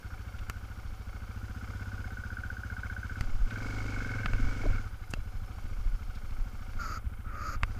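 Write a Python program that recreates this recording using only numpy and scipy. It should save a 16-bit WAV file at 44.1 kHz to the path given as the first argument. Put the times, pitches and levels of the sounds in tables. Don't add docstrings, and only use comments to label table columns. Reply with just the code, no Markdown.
import sys
import numpy as np
from scipy import signal
from scipy.fft import rfft, irfft, next_fast_len
from scipy.io import wavfile
from scipy.ndimage import uniform_filter1d

SR = 44100
rng = np.random.default_rng(int(sys.argv[2]) if len(sys.argv) > 2 else 0)


def file_out(sig):
    cols = np.atleast_2d(sig).T
    lim = np.clip(cols, -1, 1)
    pcm = np.round(lim * 32767).astype(np.int16)
    wavfile.write(sys.argv[1], SR, pcm)


N = 343539
TIME = np.arange(N) / SR
IDLE_RATE = 13.7

# t/s, firing rate/Hz
FIRING_RATE = [(0.0, 13.46), (0.45, 13.89), (0.8, 13.6), (1.0, 13.38), (1.25, 13.72), (1.7, 16.37),
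               (1.9, 16.48), (2.2, 15.09), (2.55, 15.09), (3.05, 15.17), (3.22, 17.94), (3.44, 15.81),
               (3.56, 20.9), (3.66, 25.11), (3.78, 25.96), (3.92, 24.91), (4.1, 22.07), (4.31, 19.23),
               (4.4, 22.13), (4.5, 25.0), (4.62, 22.78), (4.77, 19.48), (4.92, 11.91), (5.2, 12.21),
               (5.45, 12.84), (5.65, 14.28), (5.95, 13.17), (6.2, 13.36), (6.5, 13.34), (6.78, 13.9),
               (7.05, 13.68), (7.5, 13.73), (7.79, 14.69)]
# t/s, load (0 idling, 1 pulling hard, below 0 coasting with the throttle shut)
ENGINE_LOAD = [(0, 0.1), (1.0, -0.068), (1.6, 0.55), (2.4, 0.52), (3.16, 0.62), (3.42, -0.94), (3.51, 0.79),
               (3.8, 0.58), (4.0, 0.85), (4.17, 0.92), (4.33, 0.84), (4.56, 0.73), (4.76, 0.94),
               (4.92, -0.17), (5.1, -0.12), (6.6, -0.18), (7.79, 0.11)]
# t/s, level/dB before the softness correction, ring of the cylinder f/Hz
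PISTON_SLAP = [(0, -49, 1580), (0.45, -49, 1530), (1.0, -59.5, 1430), (1.6, -44, 1436), (1.9, -42, 1490),
               (2.1, -42, 1490), (2.25, -37.5, 1488), (2.48, -38, 1496), (2.62, -39.5, 1507),
               (2.85, -36.5, 1503), (3.16, -39, 1507), (3.3, -57, 1400), (3.48, -47, 1450),
               (3.55, -35.5, 1514), (3.7, -42, 1456), (3.88, -42, 1480), (4.0, -37, 1500),
               (4.2, -36.5, 1520), (4.33, -39.5, 1540), (4.45, -42.5, 1490), (4.65, -47, 1460),
               (4.76, -39, 1430), (4.92, -51, 1460), (5.2, -63, 1470), (7.79, -57, 1440)]


def amp(db):
    return 10 ** (np.asarray(db) / 20)


def unit(x):
    return x / np.sqrt(np.mean(x ** 2) + 1e-20)


def curves(rows):
    s, *columns = np.transpose(rows)
    return [np.interp(TIME, s, column) for column in columns]


def read_db(points, hz):
    f, db = np.transpose(points)
    return np.interp(np.log(hz + 1), np.log(f + 1), db)


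def add(mix, s, sound):
    part = mix[max(round(s * SR), 0):][:len(sound)]
    part += sound[:len(part)]


def white():
    return rng.standard_normal(N)


def coloured(x, points):
    size = next_fast_len(N)
    gain = amp(read_db(points, np.fft.rfftfreq(size, 1 / SR)))
    return unit(irfft(rfft(x, size) * gain, size)[:N])


def ringing(x, points, size=16384):
    log_gain = np.log(amp(read_db(points, abs(np.fft.fftfreq(size, 1 / SR)))))
    spectrum = np.exp(np.conj(signal.hilbert(log_gain)))
    response = np.fft.ifft(spectrum).real[:size // 2]
    return unit(signal.oaconvolve(x, response)[:N])


def resonate(x, hz, width):
    turn = np.exp(2j * np.pi * np.cumsum(hz * np.ones(len(x))) / SR)
    r = np.exp(-np.pi * width / SR)
    return 2 * (turn * signal.lfilter([1 - r], [1, -r], x / turn)).real


def band(x, hz, width, order=2):
    b, a = signal.iirpeak(hz, hz / width, SR)
    for _ in range(order):
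        x = signal.lfilter(b, a, x)
    return x


def firing_rate():
    return curves(FIRING_RATE)[0]


def crank(start=0.57):
    return start + np.cumsum(firing_rate()) / SR


def revs():
    return np.interp(firing_rate(), (16.16, 21.4), [0, 1])


def throttle():
    return np.interp(curves(ENGINE_LOAD)[0], (0.53, 0.92), [0, 1])


def level(idle_db, load_db=0, octave_db=0):
    return idle_db + load_db * curves(ENGINE_LOAD)[0] + octave_db * np.log2(firing_rate() / IDLE_RATE)


def halted(start_s=6.88, end_s=7.68, fade_s=0.035):
    return np.clip(np.minimum(TIME - start_s, end_s - TIME) / fade_s, 0, 1)


def pulses(cycle, lag, spread_db):
    at = np.flatnonzero(np.diff(np.floor(cycle - lag)) > 0)
    train = np.zeros(N)
    strength = amp(spread_db * rng.standard_normal(len(at)))
    train[at] = strength / np.sqrt(firing_rate()[at])
    return train


def gate(cycle, lag, length):
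    age = (cycle - lag) % 1 / length
    return age * np.exp(1 - age)


def echoes(train, colour, decay_s):
    t = np.arange(SR // 12) / SR
    reflections = rng.standard_normal(len(t)) * np.exp(-t / decay_s)
    return ringing(signal.oaconvolve(train, reflections)[:N], colour)


def cylinder(train, width_hz, order):
    ring_hz = curves(PISTON_SLAP)[1]
    for _ in range(order):
        train = resonate(train, ring_hz, width_hz)
    return unit(train)


def exhaust(cycle, idle_hz=216, rise_hz_per_firing=4.15, echo_s=0.01916, spread_db=0.4):
    # f/Hz, relative level/dB at idle, relative level/dB when revving
    thud_colour = [(14.3, -32, -11), (28.6, -32, -17), (52, 8, 5.5), (70.4, 3, -27), (89.5, 2.5, 2.5),
                   (93.7, 2, -0.5), (99.3, 8.5, 5), (105, 2.5, 7), (108.6, 0.5, 7.5), (133.8, -27.5, -19),
                   (170.3, -10.5, -31), (403, -59, -73)]
    # f/Hz, relative level/dB
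    silencer_colour = [(150, -23), (300, -20), (375, -7), (440, 1.5), (540, 0), (700, -12), (1000, -10),
                       (1500, -7.5), (3000, -35)]
    # t/s, level/dB
    bark_swell = [(0, -5), (1.3, -0.5), (3.1, -2), (3.6, 1.5), (4.1, 0.5), (4.45, 0), (4.79, 0),
                  (4.88, -10.5), (5.2, -1.5), (6.5, 0.5), (7.79, 1.5)]
    rev = revs()
    thud_db = level(idle_db=-42.0, load_db=5.5)
    bark_db = level(idle_db=-57.5, load_db=6.0, octave_db=5.5) + curves(bark_swell)[0]

    puffs = pulses(cycle, lag=0.191, spread_db=spread_db)
    idling = ringing(puffs, [(hz, db) for hz, db, _ in thud_colour])
    pulling = ringing(puffs, [(hz, db) for hz, _, db in thud_colour])
    thud = (1 - rev) * idling + rev * pulling

    pipe_hz = idle_hz + rise_hz_per_firing * (firing_rate() - IDLE_RATE)
    cracks = pulses(cycle, lag=0.1565, spread_db=spread_db)
    pipe = unit(resonate(resonate(cracks, pipe_hz, 47), pipe_hz, 106))
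    bark = pipe - amp(-8.0) * unit(band(cracks, 175.0, 69))
    echo = amp(-27.0) * (1 - rev) * np.interp(TIME - echo_s, TIME, bark)

    blowdown = pulses(cycle, lag=0.33, spread_db=spread_db)
    rasp = amp(-16 + 9.5 * rev) * echoes(blowdown, silencer_colour, decay_s=0.01)
    return amp(thud_db) * thud + amp(bark_db) * (bark + echo + rasp)


def knock(cycle, hard_db=-40, cover_hz=2170, spread_db=1.2):
    # f/Hz, relative level/dB
    block_colour = [(200, -31), (420, -2.5), (560, -0.5), (760, -1), (1000, -6), (1400, -8.5), (2500, -26),
                    (5000, -41)]
    knock_db, rev = curves(PISTON_SLAP)[0], revs()
    softness = np.clip(hard_db - knock_db, 0, 15)

    slaps = pulses(cycle, lag=-0.054 - 0.0345 * rev, spread_db=spread_db)
    rebounds = amp(-10.0) * pulses(cycle, lag=0.09, spread_db=spread_db)
    rebounds = rebounds + amp(-9) * rev * pulses(cycle, lag=0.28, spread_db=spread_db)
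    ring = cylinder(slaps + rebounds, width_hz=236, order=4)
    ring = ring + amp(-7.0) * throttle() * unit(band(slaps, cover_hz, 104, order=3))

    tail = unit(band(white() * (gate(cycle, lag=0.12, length=0.13) + 0.17), 1453, 216))
    thumps = pulses(cycle, lag=-0.0796, spread_db=spread_db)
    block = echoes(thumps, block_colour, decay_s=0.0044)

    out = amp(knock_db - 9.0 - 0.76 * softness) * ring
    out = out + amp(knock_db - 14.0 + 0.54 * softness) * tail
    return out + amp(level(idle_db=-68.5, octave_db=11)) * block


def clatter(cycle, valve_hz=2150, rise_hz=65, tap_spread_db=1.5):
    # f/Hz, half the width/Hz of each filter pass, relative level/dB
    case_modes = [(559, 58, 0.5), (750, 35, 7.5), (970, 82, -3), (1303, 131, 6.5), (1437, 62, 5.5),
                  (2273, 117, -1), (2600, 210, -24), (3094, 145, -8.5)]
    # f/Hz, relative level/dB per Hz
    rush_colour = [(120, 1.5), (300, 0.5), (390, -5.5), (480, -3.5), (620, -13), (800, -8.5), (1100, -5),
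                   (1500, -4), (1900, -17), (2600, -14), (3600, -18.5), (8000, -57)]
    rev = revs()
    clatter_db = level(idle_db=-61.5, octave_db=7.5) - 3 * halted()

    beat = 0.81 * gate(cycle, lag=-0.057, length=0.043) + 1.18 * gate(cycle, lag=0.428, length=0.035)
    cycle_strength = amp(3.4 * rng.standard_normal(int(cycle[-1]) + 1))
    beat = beat * cycle_strength[cycle.astype(int)]
    taps = white() * amp(tap_spread_db * np.minimum(rng.exponential(1, N), 4))
    cases = unit(sum(amp(db) * band(taps * (0.5 + beat), hz, 2 * width) for hz, width, db in case_modes))

    cover_hz = valve_hz + rise_hz * rev
    cover = unit(resonate(resonate(white() * (0.43 + beat), cover_hz, 150), cover_hz, 150))
    rush = coloured(white() * (1 + 1.5 * gate(cycle, lag=0.352, length=0.035)), rush_colour)

    parts = amp(3.5 - 1.3 * rev) * cases
    parts = parts + amp(-6.5 + 10 * np.maximum(rev, throttle())) * cover
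    parts = parts + amp(5.5 - 0.32 * rev) * rush
    return amp(clatter_db) * parts


def hiss(cycle):
    # f/Hz, relative level/dB per Hz
    hiss_colour = [(1000, -22), (2800, 3), (3700, -0.5), (4900, 5.5), (5900, 1.5), (6600, 2), (8500, -8),
                   (12000, -24), (15500, -38)]
    grains = white() * amp(2.1 * np.minimum(rng.exponential(1, N), 4))
    grains = grains * (1 + 0.75 * gate(cycle, lag=0.53, length=0.027))
    tick = unit(band(white() * gate(cycle, lag=0.67, length=0.064), 10090, 1000))
    floor_colour = [(3000, -5.5), (9000, -1.5), (12500, 0.0), (14300, 3.0), (15400, -2.5)]
    floor = coloured(white(), floor_colour)
    speed_gain = amp(level(idle_db=-66.5, octave_db=11.0) - 9.3 * halted())
    rolling = np.hypot(speed_gain, amp(-70.0) * jolts())
    return rolling * coloured(grains, hiss_colour) + amp(-81.5) * tick + amp(-68.5) * floor


def whine(mesh_order=82, whine_db=-75, width_hz=65):
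    mesh_hz = mesh_order * firing_rate()
    tones = 0
    for k in (4, 5):
        tones = tones + resonate(resonate(white(), k * mesh_hz, width_hz), k * mesh_hz, width_hz)
    return amp(whine_db - 11 * halted() - 10 * revs()) * unit(tones)


def swell(s, length):
    return np.exp(-(2 * (TIME - s) / length) ** 2)


def jolts():
    # t/s, level/dB, length/s
    bumps = [(0.412, -34.5, 0.084), (0.903, -39, 0.13), (3.296, -26.5, .08), (3.398, -24.5, 0.1),
             (4.27, -29, 0.07), (4.352, -20.5, 0.074), (4.452, -20.5, 0.1), (4.68, -24.5, 0.18),
             (5.174, -30.5, 0.084), (5.34, -37, 0.31), (5.845, -32, 0.38), (6.387, -33.5, 0.27),
             (6.822, -35, 0.14), (7.64, -37, 0.3)]
    return np.sqrt(sum((amp(db) * swell(s, length)) ** 2 for s, db, length in bumps))


def shake(grass_db=-47.0, gravel_db=-41, rev_db=6, gravel_s=4.3):
    # f/Hz, relative level/dB per Hz
    rumble_colour = [(6, -14), (16, -3), (27, -2.5), (42, -11), (60, -19), (90, -23.5), (150, -51),
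                     (300, -46), (900, -99)]
    ground = amp(np.where(TIME < gravel_s, grass_db, gravel_db) + rev_db * revs())
    return np.hypot(ground, jolts()) * coloured(white(), rumble_colour)


def scuffs(breadth=0.94):
    # t/s, level/dB, centre f/Hz, length/s
    brushes = [(0.391, -50.5, 2270, 0.012), (3.51, -47.5, 2200, 0.014), (4.638, -39, 700, 0.0057),
               (5.11, -52.5, 7400, 0.014), (5.145, -51, 2880, 0.004), (5.171, -50, 435, 0.011),
               (5.586, -47, 990, 0.0075), (6.157, -56.5, 3670, 0.02), (6.309, -56, 2760, 0.008),
               (6.735, -46, 1290, 0.0043)]
    out, t = np.zeros(N), np.arange(-SR // 20, SR // 20) / SR
    for s, db, hz, length in brushes:
        grit = unit(band(rng.standard_normal(len(t)), hz, breadth * hz))
        add(out, s + t[0], amp(db) * grit * np.exp(-(2 * t / length) ** 2))
    return out


def clicks(chatter_s=0.0037, contact_hz=7000, creep=0.031, creep_s=0.0027,
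           bounce_s=0.00012, bounce_db=-5.5, ring_db=3.5):
    # t/s, click peak level/dB, low push level/dB, push length/s,
    # bounce interval/s, main ring f/Hz, its width/Hz, dulled above f/Hz, chatter strength (0-1)
    case_clicks = [(0.4988, -18.5, -28.5, 0.0011, 0.00079, 1330, 300, 8500, 0.06),
                   (3.2096, -21.5, -18, 0.0029, 0.00065, 1920, 220, 5600, 0.1),
                   (4.2597, -16, -18.5, 0.0015, 0.00078, 1630, 1100, 2850, 0.09),
                   (4.335, -22, -18.5, 0.0025, 0.00043, 2260, 70, 2200, 0.02),
                   (5.1377, -17, -20.5, 0.00091, 0.00067, 2690, 111, 4850, 0.03),
                   (7.6338, -12, -16.5, 0.0035, 0.00089, 1460, 1100, 3480, 0.06)]
    # f/Hz, width/Hz, relative level/dB
    housing_modes = [(505, 580, 0), (1320, 640, -2.5), (2130, 61, -8), (2600, 127, -4.5), (4630, 630, -7.5),
                     (7400, 3200, -6.5), (14000, 2800, 5)]
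    bounce_shares = [(1, 0.7), (2, 0.3)]
    out, t = np.zeros(N), np.arange(-SR // 200, SR // 16) / SR
    after = np.maximum(t, 0)
    for s, click_db, push_db, push_s, gap_s, ring_hz, width_hz, dull_hz, chatter in case_clicks:
        creeping, chattering = creep * np.exp(-abs(t) / creep_s), chatter * np.exp(-after / chatter_s)
        grit = rng.standard_normal(len(t)) * np.where(t < 0, creeping, chattering)
        bounces = sum(share * np.exp(-((t - k * gap_s) / bounce_s) ** 2) for k, share in bounce_shares)
        bounces = bounces / (np.sqrt(np.pi) * bounce_s * SR)
        blow = (t == 0) + grit + amp(bounce_db) * bounces
        blow = signal.lfilter(*signal.butter(1, contact_hz, fs=SR), blow)

        ring = sum(amp(db) * band(blow, hz, width, order=1) for hz, width, db in housing_modes)
        ring = ring + amp(ring_db) * band(blow, ring_hz, width_hz, order=1)
        ring = signal.lfilter(*signal.butter(2, dull_hz, fs=SR), ring)
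        age = after / push_s
        push = age * np.exp(1 - age) * (1 - age / 4)
        add(out, s + t[0], amp(click_db) * ring / abs(ring).max() + amp(push_db) * push)
    return out


def intake(cycle, roar_db=-50):
    # f/Hz, relative level/dB per Hz
    roar_colour = [(200, -23), (500, 0.5), (900, -17), (1250, -1), (1550, 9), (1850, -7.5), (2200, -3),
                   (2600, -6.5), (3400, -16.5), (6000, -16.5), (10000, -45)]
    air = white() * (1 + 0.5 * gate(cycle, lag=0.16, length=0.11))
    return amp(roar_db) * throttle() * coloured(air, roar_colour)


def clunks():
    # t/s, level/dB, f/Hz at the centre, glide/Hz per s, length/s
    frame_knocks = [(3.361, -22.5, 21.1, 0, 0.063), (3.435, -19.5, 22.2, 0, 0.056),
                    (4.402, -31.5, 237, 0, 0.011), (4.643, -33, 350, -8000, 0.0055),
                    (4.657, -35, 423, 9000, 0.0088), (4.6573, -41, 1010, 0, 0.008),
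                    (4.664, -32.5, 616, 12000, 0.01), (4.666, -34, 284, 0, 0.024),
                    (4.69, -17.5, 27, 0, 0.05), (5.777, -28, 27, 0, 0.028), (5.876, -22, 28, 0, 0.038),
                    (5.936, -25, 27, 0, 0.05), (6.092, -26, 24, 0, 0.037), (6.407, -21, 23, 0, 0.043),
                    (6.776, -26, 35, 0, 0.022), (7.072, -24, 62, -1000, 0.015)]
    out, t = np.zeros(N), np.arange(-SR // 20, SR // 20) / SR
    for s, db, hz, glide, length in frame_knocks:
        tone = np.sin(2 * np.pi * (hz + glide * t / 2) * t)
        add(out, s + t[0], amp(db) * np.exp(-(2 * t / length) ** 2) * tone)
    return out


def brake(groan_db=-41.5, rasp_db=-53.0, squeal_db=-47, groan_power=0.52, rasp_power=2.2,
          sag_hz_per_s=60, waver_hz=25, release_s=0.016):
    # start t/s, time to full pressure/s, let go at t/s, starting note f/Hz
    squeezes = [(6.787, 0.016, 6.975, 1344), (7.244, 0.23, 7.55, 1277)]
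    # f/Hz, relative level/dB per Hz
    groan_colour = [(300, -11.5), (480, -19.5), (590, -10.5), (750, -28), (1050, -16), (1270, 1.5),
                    (1400, 0.5), (1700, -16.5), (2250, -17.5), (2750, -28), (3300, -54), (6000, -63)]
    rasp_colour = [(1500, -21), (2650, -6), (3500, -10), (4200, 0.5), (4700, 11), (5800, -1.5), (6750, 9),
                   (7500, -10), (9000, -25), (11000, -17), (11700, 0.5), (12400, -11), (13200, -26)]
    slips = white() * amp(1.0 * unit(uniform_filter1d(white(), size=200)))
    groan, rasp, out = coloured(slips, groan_colour), coloured(slips, rasp_colour), np.zeros(N)
    waver = waver_hz * unit(uniform_filter1d(white(), size=2000))
    for start, rise, end, hz in squeezes:
        pressure = np.clip((TIME - start) / rise, 0, 1)
        contact = np.clip(1 - (TIME - end) / release_s, 0, 1)
        note_hz = hz + waver - sag_hz_per_s * np.clip(TIME - start, 0, end - start)
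        note = unit(resonate(resonate(slips, note_hz, 98), note_hz, 98))
        light = pressure ** groan_power * (amp(groan_db) * groan + amp(squeal_db) * note)
        bite = amp(rasp_db) * pressure ** rasp_power * rasp
        out += contact * (light + bite)
    return out


def scene():
    cycle = crank()
    engine = exhaust(cycle) + knock(cycle) + clatter(cycle) + hiss(cycle) + whine() + intake(cycle)
    ride = shake() + scuffs() + clicks() + clunks()
    return (engine + ride + brake())[None]


def record(dry, edge_hz=15400):
    lowpass = signal.firwin(511, edge_hz, window=("kaiser", 9), fs=SR)
    return signal.oaconvolve(dry, lowpass[None], "same")


dry = scene()
out = record(dry)
file_out(out)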